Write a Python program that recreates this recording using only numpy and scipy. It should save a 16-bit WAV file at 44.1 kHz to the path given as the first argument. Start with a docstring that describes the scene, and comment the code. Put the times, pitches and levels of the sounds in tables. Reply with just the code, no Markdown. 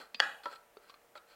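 """A metal spoon scrapes soft dessert out of a small plastic pot in a kitchen, over quiet hiss and hum.
First the tail of an earlier sound dies away, the spoon ticks on the rim, and the pot's wall snaps loudly.
Then come scraping strokes, light ticks and a hollow knock, later soft wet plops and a weaker knock.
Ticks, knocks, plops and the snap are clicks that set dying tones ringing; a scrape is a dense crowd
of tiny clicks. Noise adds the weak tones of each contact and the short ring that follows it."""
import sys
import numpy as np
from scipy import signal
from scipy.fft import rfft, irfft
from scipy.io import wavfile

SR = 44100
rng = np.random.default_rng(int(sys.argv[2]) if len(sys.argv) > 2 else 0)


def master(y):
    """Save y as 16-bit WAV."""
    cut = np.clip(np.atleast_2d(y).T, -1, 1)
    pcm = np.round(cut * 32767)  # scale
    wavfile.write(sys.argv[1], SR, pcm.astype(np.int16))


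N = 59535
T = np.arange(N) / SR


def from_db(db):
    """Turn decibels into a plain multiplier."""
    return 10 ** (np.asarray(db) / 20)


def rms_one(x):
    """Scale a sound to an average power of one."""
    return x / np.sqrt(np.mean(x ** 2) + 1e-20)


def at_hz(points, hz):
    """Read between the rows of a table, with frequency on a log scale."""
    f, value = np.transpose(points)
    return np.interp(np.log(hz + 1e-9), np.log(f), value)


def dying(age_s, t60_s):
    """A natural fade: the level falls by 60 dB in t60_s seconds."""
    return np.exp(-np.log(1000) * age_s / t60_s)


def high_pass(x, hz, order=2):
    """Remove the bass, because small objects radiate little of it."""
    return signal.sosfilt(signal.butter(order, hz, "high", fs=SR, output="sos"), x)


def band_pass(x, low, high, order):
    """Keep only the sound between two frequencies."""
    return signal.sosfilt(signal.butter(order, [low, high], "band", fs=SR, output="sos"), x)


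def ring(force, modes, pitch=1):
    """An object rings in several tones (modes); each answers a click with a dying sine."""
    out = 0
    for hz, db, t60 in modes:
        radius = from_db(-60 / (t60 * SR))  # how much of the tone is left after one sample
        angle = 2 * np.pi * hz * pitch / SR
        feedback = [1, -2 * radius * np.cos(angle), radius ** 2]
        tone = signal.lfilter([0, np.sin(angle)], feedback, force + 1e-18)
        out = out + from_db(db) * tone
    return out


def contact(s, db, share=0, grate_s=1):
    """Two things touch: a click of force, then a moment of grating, rounded by the soft plastic."""
    contact_hz = 6500  # plastic is soft: the force has little above this
    age = np.arange(N) - int(s * SR)  # in samples
    grate = rng.standard_normal(N) * (age > 0) * np.exp(-np.abs(age) / (grate_s * SR))
    click = age == 0
    force = from_db(db) * (click + share * grate / np.linalg.norm(grate))
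    return signal.sosfilt(signal.butter(2, contact_hz, fs=SR, output="sos"), force + 1e-18)


def crack(events, colour):
    """Many weak modes, too dense to tell apart, die away as noise right after each contact."""
    level_db, low, high, t60 = colour
    level = 0
    for s, db, *_ in events:
        level = level + (T > s) * from_db(db + level_db) * dying(np.abs(T - s), t60)
    noise = band_pass(level * rng.standard_normal(N) + 1e-18, low, high, order=4)
    return noise * np.sqrt(SR / 2 / (high - low))  # make up for the power outside the band


# colour of the steady hiss; only its shape counts: f/Hz, level/dB (per Hz)
HISS_COLOUR = [(25, 18.5), (60, -9.5), (130, -9.5), (250, -7), (550, 1), (1100, -4), (2000, -6.5),
               (4000, -16), (7000, -17), (15000, -17)]
# steady tones of the hum: f/Hz, level/dB (rms)
HUM_TONES = [(468.5, -76.5), (586, -76.5), (703, -80)]
HISS_DB, RUMBLE_HZ = -67, 55  # rms level of the hiss, and the frequency below which it is cut


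def background():
    """Steady room hiss, made by colouring noise, with the faint hum of an appliance made of sines."""
    colour = from_db(at_hz(HISS_COLOUR, np.fft.rfftfreq(N, 1 / SR)))
    hiss = irfft(rfft(rng.standard_normal(N)) * colour, N)
    hum = 0
    for hz, db in HUM_TONES:
        sine = np.sin(2 * np.pi * (hz * T + rng.random()))
        hum = hum + from_db(db) * np.sqrt(2) * sine  # root 2 turns rms into peak
    return from_db(HISS_DB) * rms_one(high_pass(hiss, RUMBLE_HZ, order=3)) + hum


# fall time of the ring in each band; the top band is a long, faint hiss after each sound: f/Hz, t60/s
RING_FALL = [(200, 0.2), (800, 0.61), (1600, 0.28), (3200, 0.5034), (6000, 0.1249), (14000, 1.5)]
# strength of the ring against the direct sound: f/Hz, level/dB
RING_LEVEL = [(130, -12), (260, -2), (500, -9.5), (800, -5), (1100, -6), (1500, 0.5), (2300, -12.5),
              (3300, -14), (5000, -14.5), (8000, -8), (14000, -3.5)]
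FIRST_ECHO_S = 0.0033  # start of the weak early ring
LATE_START_S = 0.0185  # start of the full ring, after a short dip in level
EARLY_DB = -5.5  # early ring against the full ring


def kitchen(x):
    """A weak early ring, then the full one: noise that dies band by band follows each sound."""
    t = T[:SR // 2]
    edges = np.geomspace(120, 17000, 16)
    build = np.where(t > LATE_START_S, 1, from_db(EARLY_DB)) * (t > FIRST_ECHO_S)
    response = 0
    for low, high in zip(edges, edges[1:]):
        hz = np.sqrt(low * high)  # middle of the band
        noise = band_pass(rng.standard_normal(len(t)), low, high, order=3)
        band = noise * build * dying(t, at_hz(RING_FALL, hz))
        band = band / np.linalg.norm(band) * np.sqrt(2 * (high - low) / SR)
        response = response + band * from_db(at_hz(RING_LEVEL, hz))
    return signal.fftconvolve(x, response)[:N]


# wet plops and smacks of the dessert: t/s, level/dB, f/Hz, time to fall by 60 dB t60/s
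WET_PLOPS = [(0.7695, -42.5, 418.4, 0.032), (0.7700, -45.5, 1280, .01), (0.8977, -49, 1130, 0.035),
             (0.9412, -46.5, 1213, 0.0175)]
PLOP_GRATE = (0.58, 0.0062)  # grating against the click, decay of the grating in s
PLOP_LOW_HZ = 302.4


def plops():
    """Dessert lands or pulls loose: one damped pocket of air each."""
    air = 0
    for s, db, hz, t60 in WET_PLOPS:
        air = air + ring(contact(s, 0, *PLOP_GRATE), [(hz, db, t60)])
    return high_pass(air, PLOP_LOW_HZ)


# scraping strokes; the first row is the tail of an earlier sound:
# start t/s, rise/s, fall/s, hollow body level/dB, rasp level/dB
SCRAPE_STROKES = [(-0.02, 0.028, 0.095, -48, -53), (0.433, 0.0022, 0.17, -53.5, -55),
                  (0.497, .032, 0.043, -51.5, -55), (0.544, 0.015, 0.026, -72, -59),
                  (0.80, 0.034, 0.3, -67.5, -70.5), (0.869, 0.029, 0.038, -68, -63.5),
                  (1.151, 0.013, 0.018, -59.5, -59), (1.166, 0.0132, 0.019, -59.5, -57.5),
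                  (1.265, 0.048, 0.2, -66, -62.5)]
# hollow tones that the scraping excites: f/Hz, level/dB (among themselves), t60/s
BODY_TONES = [(580, -11, .03), (885.6, -1, 0.015), (1336, 0.5, .025), (1529, 3, 0.022), (1900, 0.5, 0.0093)]
# raspy tones that the scraping excites: f/Hz, level/dB (among themselves), t60/s
RASP_TONES = [(2500, -1.5, .004), (3250, -3, 0.0039), (4150, -6, 0.018), (4440, -10, .01),
              (7260, -7.5, 0.0021), (11620, -16, .001)]
STROKE_FALL_DB = 30.5  # drop of a stroke during its fall time
CATCHES_PER_S, CATCH_SPREAD_DB = 2700, 0.5  # average rate of the clicks, unevenness of their strength
SCRAPE_LOW_HZ = 400


def scrapes():
    """In each stroke the spoon's edge catches and slips in dense tiny clicks on the wall."""
    catches = (rng.random(N) < CATCHES_PER_S / SR) * rng.choice([-1, 1], N)
    catches = catches * from_db(CATCH_SPREAD_DB * np.minimum(rng.exponential(1, N), 3))
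    body_level = rasp_level = 0
    for start, rise, fall, body_db, rasp_db in SCRAPE_STROKES:
        swell = np.clip((T - start) / rise, 0, 1)
        fade = from_db(-STROKE_FALL_DB * np.maximum(T - start - rise, 0) / fall)
        body_level = body_level + swell * fade * from_db(body_db)
        rasp_level = rasp_level + swell * fade * from_db(rasp_db)
    sound = 0
    for level, modes in ((body_level, BODY_TONES), (rasp_level, RASP_TONES)):
        steady = ring(catches, modes)  # sets the scale, so that only the stroke levels count
        sound = sound + ring(catches * level, modes) / np.std(steady)
    return high_pass(sound, SCRAPE_LOW_HZ)


# the spoon knocks the pot: t/s, level/dB, grating against the click, decay of the grating/s
POT_KNOCKS = [(0.4573, 3, 0.78, 0.0099), (1.1542, -12.5, 1.9, 0.0107)]
# ring of the knocked pot: f/Hz, level/dB, t60/s
POT_TONES = [(394.5, -62, 0.027), (591.5, -39, 0.059), (861, -48, 0.049), (985, -39.5, 0.068),
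             (1342, -39, 0.082), (1386, -46, 0.058), (1870, -52, 0.018), (3330, -41, 0.0083),
             (4370, -49, 0.018)]
KNOCK_CRACK = (-38, 418, 1909, 0.0376)  # weak modes: level/dB, lowest f/Hz, highest f/Hz, t60/s
KNOCK_LOW_HZ = 302.4


def knocks():
    """The bowl of the spoon bumps the pot and drags a moment; the pot rings hollow."""
    force = sum(contact(*knock) for knock in POT_KNOCKS)
    pot = ring(force, POT_TONES)
    return high_pass(pot, KNOCK_LOW_HZ, order=3) + crack(POT_KNOCKS, KNOCK_CRACK)


# the spoon ticks on the rim: t/s, level/dB, pitch shift/semitones
RIM_TICKS = [(0.1454, 1, 0), (0.4345, -19, -0.5), (0.5354, -20, -1), (0.5575, -22.5, -.5),
             (0.7701, -23, 0.86), (0.8962, -19.5, 1.2), (0.9016, -20.5, 4), (0.9410, -21.5, -0.5),
             (1.176, -18.5, -2.06)]
# ring of the spoon on the rim, before the pitch shift: f/Hz, level/dB, t60/s
RIM_TONES = [(248.4, -54.5, 0.034), (1300, -50, 0.0074), (2400, -49.5, 0.022), (2560, -42, .03),
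             (3580, -41, 0.025), (4300, -37, 0.026), (4370, -45, 0.011), (5500, -60, 0.0086),
             (7500, -54.5, .02)]
TICK_GRATE = (0.9, 0.0044)  # grating against the click, decay of the grating in s
TICK_CRACK = (-40.5, 1999.5, 4700, 0.0429)  # weak modes: level/dB, lowest f/Hz, highest f/Hz, t60/s
SPOON_TONE = (4808, -52, 0.42)  # the spoon's own thin ring: f/Hz, level/dB, t60/s
TICK_LOW_HZ = 170


def ticks():
    """Light bright touches that skid a little; after the first the spoon rings freely until the snap."""
    rim = 0
    for s, db, shift in RIM_TICKS:
        rim = rim + ring(contact(s, db, *TICK_GRATE), RIM_TONES, 2 ** (shift / 12))
    first_s, snap_s = RIM_TICKS[0][0], WALL_SNAPS[-1][0]
    spoon = ring(contact(first_s, 0), [SPOON_TONE]) * (T < snap_s)  # cut short when it meets the wall
    return high_pass(rim, TICK_LOW_HZ, order=3) + spoon + crack(RIM_TICKS, TICK_CRACK)


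# the pot wall snaps: t/s, level/dB
WALL_SNAPS = [(0.197, -25), (0.2017, -2.5)]
# ring of the snapping wall: f/Hz, level/dB, t60/s
WALL_TONES = [(559, -30.5, 0.057), (857, -25, .028), (1464, -35.5, 0.042), (1732, -13.5, 0.019),
              (1900, -12.5, .016), (2937, -12.5, 0.013), (3282, -14.5, 0.023), (4418, -15, .012),
              (4640, -18, 0.019), (5030, -41.5, .01), (6720, -39.5, 0.012)]
# weak modes of the snap: level/dB, lowest f/Hz, highest f/Hz, t60/s
SNAP_CRACK = (-16.5, 1900, 5396.5, 0.0006)
SNAP_SPIT = (-44, 7000, 14495.5, 0.02)  # its brightest edge
SNAP_SHUDDER = (-58.5, 171, 360, 0.35)  # low shudder of the hand-held pot
SNAP_SPREAD = (-15, 2100, 5500, 0.0149)  # spreads sideways, heard only through the room
SNAP_LOW_HZ = 520


def snaps():
    """The thin wall gives a little, then snaps through."""
    force = sum(contact(s, db) for s, db in WALL_SNAPS)
    wall = ring(force, WALL_TONES)
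    weak_modes = sum(crack(WALL_SNAPS, colour) for colour in (SNAP_CRACK, SNAP_SPIT, SNAP_SHUDDER))
    return high_pass(wall, SNAP_LOW_HZ, order=6) + weak_modes


def scene():
    """All sounds together; the small sounds are given a weaker tail than the snap."""
    small_tail_db = -5.5
    loud = snaps()
    small = knocks() + ticks() + plops() + scrapes()
    into_room = loud + crack(WALL_SNAPS, SNAP_SPREAD) + from_db(small_tail_db) * small
    return (loud + small + kitchen(into_room) + background())[None]


def record(dry):
    """The treble above 15900 Hz is cut steeply."""
    return signal.sosfilt(signal.ellip(10, 0.1, 70, 15900, fs=SR, output="sos"), dry)


dry = scene()
out = record(dry)
master(out)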